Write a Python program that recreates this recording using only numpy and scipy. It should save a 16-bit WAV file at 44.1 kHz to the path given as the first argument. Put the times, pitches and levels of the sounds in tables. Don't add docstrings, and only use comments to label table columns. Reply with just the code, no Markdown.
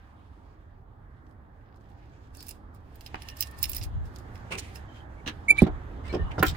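import sys
import numpy as np
from scipy import signal
from scipy.fft import rfft, irfft, next_fast_len
from scipy.io import wavfile
from scipy.ndimage import uniform_filter1d

SR = 44100
rng = np.random.default_rng(int(sys.argv[2]) if len(sys.argv) > 2 else 0)


def transcribe(u):
    v = np.clip(np.atleast_2d(u).T, -1, 1)
    q = np.round(v * 32767).astype(np.int16)
    wavfile.write(sys.argv[1], SR, q)


N = 289648

# t/s, level/dB, brightness/(dB per octave)
KEY_CLINKS = [(1.267, -55, -7), (1.311, -62, -5), (1.761, -62, -2), (1.81, -63, -5), (1.902, -58.5, -1.5),
              (2.35, -40.5, 1), (2.371, -41, 2), (2.406, -36, -3.5), (2.427, -32, 2.5), (2.4676, -34, 7),
              (2.484, -30, 2), (2.491, -29.5, 0.5), (2.51, -35, 0), (2.748, -51, 5), (2.957, -42, 13),
              (3.0095, -40, -4.5), (3.0632, -33.5, -6), (3.221, -34, -8), (3.287, -30.5, -7),
              (3.369, -36, -0.5), (3.397, -52, -3), (3.407, -17, 3), (3.4252, -22, -3), (3.472, -36, -2),
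              (3.512, -40.5, 4), (3.588, -30.5, 4.5), (3.629, -17, 2), (3.6402, -20, -3.5),
              (3.688, -43, 10), (3.6955, -22, 18), (3.717, -27, 7), (3.7331, -28, -1), (3.748, -24.5, 5.5),
              (3.7658, -22.5, 7), (3.781, -29, -3), (3.795, -38, 12), (3.814, -35.5, -6),
              (3.827, -33.5, -3), (3.834, -36, -2), (4.056, -47.5, -2), (4.161, -38.5, -3),
              (4.1863, -44.5, -1), (4.3566, -42.5, -12), (4.5844, -29, -13.5), (4.7577, -32.5, -16.5)]
# t/s, left minus right/dB
PHONE_TURN = [(5.7, -4), (6.4, -2)]


def door_and_footsteps():
    # t/s, level/dB, contact/ms, chatter/ms, favoured pitch/Hz
    impacts = [(3.143, -28.5, 0.3, 1.3, 625), (4.509, -31, 0.42, 61, 344), (5.266, -29, 1.26, 31, 245),
               (5.503, -29, 1.1, 15, 500), (5.6197, -5, 1.08, 0.74, 298), (5.6222, -1, 2.55, 0.34, 207),
               (5.627, -3, 2.78, 1.2, 137), (5.664, -21, 0.91, 18, 690), (6.127, -27, 1.7, 6.8, 350),
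               (6.137, -20.5, 0.88, 12, 547), (6.153, -16.5, 1.44, 10.4, 360), (6.163, -26, 1.5, 3, 370),
               (6.194, -27, 2.1, 8, 400), (6.381, -16, 0.64, 14.6, 510), (6.403, -18.5, 5.1, 20, 90),
               (6.427, -4.5, 0.27, 6.7, 1700)]
    # f/Hz, level/dB, time to fade 60 dB/s
    modes = [(80, 7.5, 0.13), (118, 5.5, 0.07), (167.7, 5, 0.091), (227, 4, 0.06), (302.7, 2.5, 0.098),
             (363, -0.5, 0.095), (408, -7, 0.07), (530, -5, 0.033), (646, -6.5, 0.03), (770, -4.5, 0.045),
             (1037, -1.5, 0.021), (1366, -4, 0.026), (1735, -3, 0.024), (2066, -7.5, 0.048),
             (2780, -14, 0.05)]
    out, t = np.zeros((2, N)), np.arange(4000) / SR
    for s, db, contact_ms, chatter_ms, favoured_hz in impacts:
        push = np.sin(np.linspace(0, np.pi, int(contact_ms * SR / 1000) + 3)) ** 2
        chatter = rng.standard_normal(len(t)) + 0.91 * band(rng.standard_normal((2, len(t))), 720, 0.88)
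        force = undb(-0.5) * chatter * np.exp(-1000 * t / chatter_ms) / np.sqrt(len(push))
        force[:, 0] = 1
        mix, detune = rng.standard_normal((2, len(modes)))
        above = np.log2(np.array(modes)[:, 0] / favoured_hz)
        mode_db = 1.6 * mix - 6.35 * above - 5.4 * np.abs(above)
        tones = np.diff(ring(modes, mode_db, 1 + 0.016 * detune, 0.26))
        hit = signal.fftconvolve(force, np.convolve(tones, push)[None])
        add(out, undb(db) * hit / np.abs(hit).max(), s, np.interp(s, *np.transpose(PHONE_TURN)), .05)
    return out


def handle_squeak():
    # t/s, length/s, level/dB, f/Hz
    slips = [(5.479, 0.01, -33, 2170), (5.482, 0.027, -12.5, 2250), (5.5009, 0.0155, -4.5, 2360),
             (5.511, 0.023, -21.5, 2320), (5.527, 0.045, -37.5, 2300), (5.578, 0.021, -16.5, 2335),
             (5.598, 0.0089, -24, 2390)]
    # multiple of the pitch, level/dB
    harmonics = [(1, -1.5), (2, -37), (3, -32), (4, -24.5), (5, -46.5), (6, -44.5)]
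    out, swell = np.zeros((2, N)), np.zeros(N)
    for s, length, db, _ in slips:
        u = np.linspace(0, 1, int(length * SR))
        swell[int(s * SR):][:len(u)] += undb(db) * np.sin(np.pi * u ** 1.2) ** 1.06
    start, length, _, slip_hz = np.transpose(slips)
    hz = np.interp(np.arange(N) / SR, start + 0.39 * length, slip_hz)
    phase = 2 * np.pi * np.cumsum(hz * (1 + 0.006 * wander(440))) / SR
    bite = np.clip(swell / undb(-25.5), 0, 1)
    tone = sum(undb(db + (db < -31) * 4.8 * wander(990)) * bite ** (k > 3) * np.sin(k * phase)
               for k, db in harmonics)
    add(out, swell * undb(1.4 * wander(220)) * tone, 0, pan_db=-6, lag_ms=.1)
    return out


def keys():
    # f/Hz, level/dB
    key_tones = [(2780, -0.5), (4400, -20.5), (5150, 6), (5510, 6.5), (9100, -17), (10300, 8.5),
                 (12200, -2.5), (13900, 9), (15100, -0.5), (15500, 8.5)]
    fade_s = .017
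    modes = np.column_stack([key_tones, np.full(len(key_tones), fade_s)])
    octaves = np.log2(modes[:, 0] / 7000)
    out, t = np.zeros((2, N)), np.arange(int(.1 * SR)) / SR
    ticks = rng.random((26, 3)) * [.72, 7, -8] + [1.6, -67, -5]
    for s, db, bright_db in [*KEY_CLINKS, *ticks]:
        mix, detune = rng.standard_normal((2, len(modes)))
        fade = undb(-60 * t / 0.0058) + undb(-6.5 - 60 * t / 0.025)
        contact = grit(len(t), 3.5) * np.clip(t / 0.0011, 0, 1) * fade
        contact = contact + undb(-12) * np.roll(contact[::-1], rng.integers(130, 700), axis=1)
        chime = ring(modes, 4 * mix + bright_db * octaves, 1 + .02 * detune, .1)
        chime = signal.fftconvolve(chime, contact[0])[:len(t)]
        chime_db = -3.5 + 0.45 * (db + 30.5)
        crack = band(contact[0] + 13.6 * contact, 7000 * undb(bright_db), 0.67)
        clink = undb(chime_db) * chime / np.abs(chime).max() + crack / np.abs(crack).max()
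        add(out, undb(db) * clink, s - .001, pan_db=-9, lag_ms=.42)
    bass_cut = signal.butter(3, 1800, "high", fs=SR, output="sos")
    return signal.sosfilt(bass_cut, out + key_rattle(modes, -4 * octaves))


def key_rattle(modes, mode_db):
    rise_s, fade_s = 0.085, 0.17
    grains = grit(N, 3.2)
    metal = signal.fftconvolve(grains, ring(modes, mode_db, np.ones(len(modes)), .1)[None])[:, :N]
    slide = unit(metal) + undb(7) * unit(band(grains, 5500, 1.3))
    s, clink_db, _ = np.transpose(KEY_CLINKS)[:, :, None]
    since = np.arange(0, N, 32) / SR - s
    db = -58.5 + 0.89 * (clink_db + 25) - 60 * np.maximum(since / fade_s, -since / rise_s)
    level = np.repeat(np.sqrt(np.sum(undb(db) ** 2, axis=0)), 32)[:N]
    return level * undb(3.5 * wander(60)) * slide * undb([[-4], [4]])


def scrapes():
    # t/s, length/s, level/dB, f/Hz
    rubs = [(3.1437, 0.0045, -37, 1550), (3.154, 0.0072, -48, 1950), (4.504, 0.06, -39.5, 2460),
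            (4.574, 0.037, -44.5, 5500), (5.259, 0.053, -39, 2170), (5.552, 0.12, -48.5, 2350),
            (5.614, 0.022, -47.5, 5670), (5.661, 0.031, -52, 1870), (6.032, 0.13, -57, 2500),
            (6.118, 0.063, -50, 2470), (6.306, 0.025, -50.5, 2070), (6.378, 0.057, -52.5, 3300),
            (6.424, 0.046, -37.5, 1650), (6.425, 0.017, -36.5, 14200), (6.443, 0.065, -46.5, 14400),
            (6.452, 0.072, -42, 3580), (6.547, 0.017, -49.5, 1380)]
    out, catch = np.zeros((2, N)), undb(3 * wander(250))
    for s, length, db, hz in rubs:
        u = np.linspace(0, 1.6, int(1.6 * length * SR))
        shape = np.clip(u / 0.37, 0, 1) * np.exp(-(u / 0.74) ** 3)
        grains = grit(len(u), 2.6)
        grains[0] += 0.016 * grains[1]
        patches = sum(unit(band(grains, min(hz * 1.6 ** k, 15000), .07)) for k in rng.standard_normal(16))
        fizz = unit(band(grains, 24000, 0.4))
        rub = unit(band(grains, hz, 1.0)) + undb(-13) * patches + undb(-12) * fizz
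        add(out, undb(db) * shape * rub, s, np.interp(s, *np.transpose(PHONE_TURN)), .2)
    return out * catch


def wind():
    # t/s, length/s, level/dB, f/Hz
    gusts = [(3.552, 0.33, -42, 56), (3.794, 0.33, -33.5, 62.3), (5.63, 0.16, -35, 53.7),
             (6.194, .13, -29, 65), (6.449, 0.095, -31.5, 74.4)]
    return swells(gusts, octaves=0.73)


def faint_rings():
    # t/s, length/s, level/dB, f/Hz
    rings = [(2.37, .07, -57.5, 4570), (2.38, 0.045, -56, 5340), (3.14, 0.68, -60, 1804),
             (3.15, .3, -64, 2880), (4.88, 0.17, -64, 3130), (5.17, 0.037, -58, 2260),
             (6.04, 0.03, -54, 2140), (6.085, 0.051, -48.5, 2300), (6.09, 0.04, -52.5, 4180),
             (6.08, .16, -51.5, 1790), (6.13, 0.21, -64, 2910), (6.475, .025, -41.5, 3690)]
    return swells(rings, octaves=.035)


def yard():
    # t/s, level/dB
    traffic = [(0, -59.5), (2, -57.5), (2.9, -56), (3.3, -54), (4.5, -49.5), (5.2, -51), (5.9, -46.5),
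               (6.57, -43.5)]
    # f/Hz, relative level/dB
    colour = [(13, -35), (24, 3.5), (45, 4.5), (90, 13), (145, -19.5), (314, -19), (463, -29), (762, -23.5),
              (1520, -31.5), (3130, -37.5), (3500, -40.5), (6260, -48.5), (10600, -55), (14800, -62),
              (16500, -81.5)]
    # t/s, level/dB
    rustle = [(0, -73.5), (.45, -76), (.8, -83), (1.7, -80), (2.15, -72), (2.7, -79), (3.2, -61),
              (3.9, -70), (4.45, -65), (4.65, -53), (4.86, -69.5), (4.96, -58), (5.08, -72.5), (5.5, -65),
              (6, -68.5), (6.2, -64.5), (6.3, -67), (6.57, -55.5)]
    traffic_db = curve(traffic)
    rumble_db = -49 + 0.81 * (traffic_db + 55)
    levels = [rumble_db, traffic_db, curve(rustle)]
    layers, bass_hz, treble_hz = np.zeros((3, 2, N)), 130, 2100
    hz_points, db_points = np.transpose(colour)
    crinkle_db = 1.2 * wander(32)
    for hz in 25 * 2 ** np.arange(0, 9.6, .5):
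        noise = band(rng.standard_normal((2, N)), hz, 0.26)
        alike = np.clip(1.05 - hz / 900, .25, 1)
        noise[0] = alike * np.roll(noise[1], 12) + np.sqrt(1 - alike ** 2) * noise[0]
        db = np.interp(np.log(hz), np.log(hz_points), db_points) + 1.61 * wander(9)
        db += (hz > treble_hz) * (crinkle_db + 1.5 * wander(20))
        db += (bass_hz < hz < treble_hz) * 0.11 * np.log2(hz / 700) * (traffic_db + 53)
        layers[int(hz > bass_hz) + int(hz > treble_hz)] += undb(db) * noise
    lean_right = undb([[-1.7], [1.7]])
    mic_hiss = undb(-93) * unit(band(rng.standard_normal((2, N)), 14000, .3))
    return mic_hiss + lean_right * sum(unit(layer) * undb(db) for layer, db in zip(layers, levels))


def swells(rows, octaves):
    out = np.zeros((2, N))
    for s, length, db, hz in rows:
        u = np.linspace(0, 1, int(length * SR))
        noise = unit(band(rng.standard_normal((2, len(u))), hz, octaves))
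        add(out, undb(db) * np.sin(np.pi * u) ** 0.5 * noise, s, 0, 0)
    return out * undb(3 * wander(60))


def undb(db):
    return 10 ** (np.asarray(db) / 20)


def unit(x):
    return x / np.sqrt(np.mean(x ** 2))


def band(x, hz, octaves):
    size = next_fast_len(x.shape[-1])
    f = np.arange(1, size // 2 + 2) * SR / size
    bell = np.exp(-.5 * (np.log2(f / hz) / octaves) ** 2)
    return irfft(rfft(x, size) * bell, size)[..., :x.shape[-1]]


def wander(rate):
    hold = int(SR / rate)
    steps = np.repeat(rng.standard_normal(N // hold + 1), hold)
    return 1.3 * uniform_filter1d(uniform_filter1d(steps, hold), hold)[:N]


def curve(rows):
    return np.interp(np.arange(N) / SR, *np.transpose(rows))


def ring(modes, db, detune, length):
    hz, own_db, fade_s = np.transpose(modes)[:, :, None]
    t = np.arange(int(length * SR)) / SR
    level = undb(own_db + db[:, None] - 60 * t / fade_s)
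    return np.sum(level * np.sin(2 * np.pi * hz * detune[:, None] * t), axis=0)


def add(out, x, s, pan_db, lag_ms):
    for ch, (db, at) in enumerate([(pan_db / 2, s + lag_ms / 1000), (-pan_db / 2, s)]):
        i = int(at * SR)
        part = np.atleast_2d(x)[-ch][:N - i]
        out[ch, i:i + len(part)] += undb(db) * part


def grit(count, spread_db):
    return rng.standard_normal((2, count)) * undb(spread_db * rng.exponential(size=count))


def scene():
    near = keys() + scrapes() + door_and_footsteps()
    t = np.arange(int(.3 * SR)) / SR
    tail = band(rng.standard_normal((2, len(t))), 1200, 1.21) * undb(-60 * t / 0.11) * (t > .004)
    tail /= np.sqrt(np.sum(tail ** 2, axis=1, keepdims=True))
    echo = undb(-14.5) * signal.fftconvolve(near, tail, axes=1)[:, :N]
    return near + echo + handle_squeak() + yard() + wind() + faint_rings()


def record(dry):
    ceiling, top_hz = 1.08, 16300
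    rounded = ceiling * np.tanh(undb(1.27) * dry / ceiling)
    return signal.sosfilt(signal.ellip(8, .2, 70, top_hz, fs=SR, output="sos"), rounded)


dry = scene()
out = record(dry)
transcribe(out)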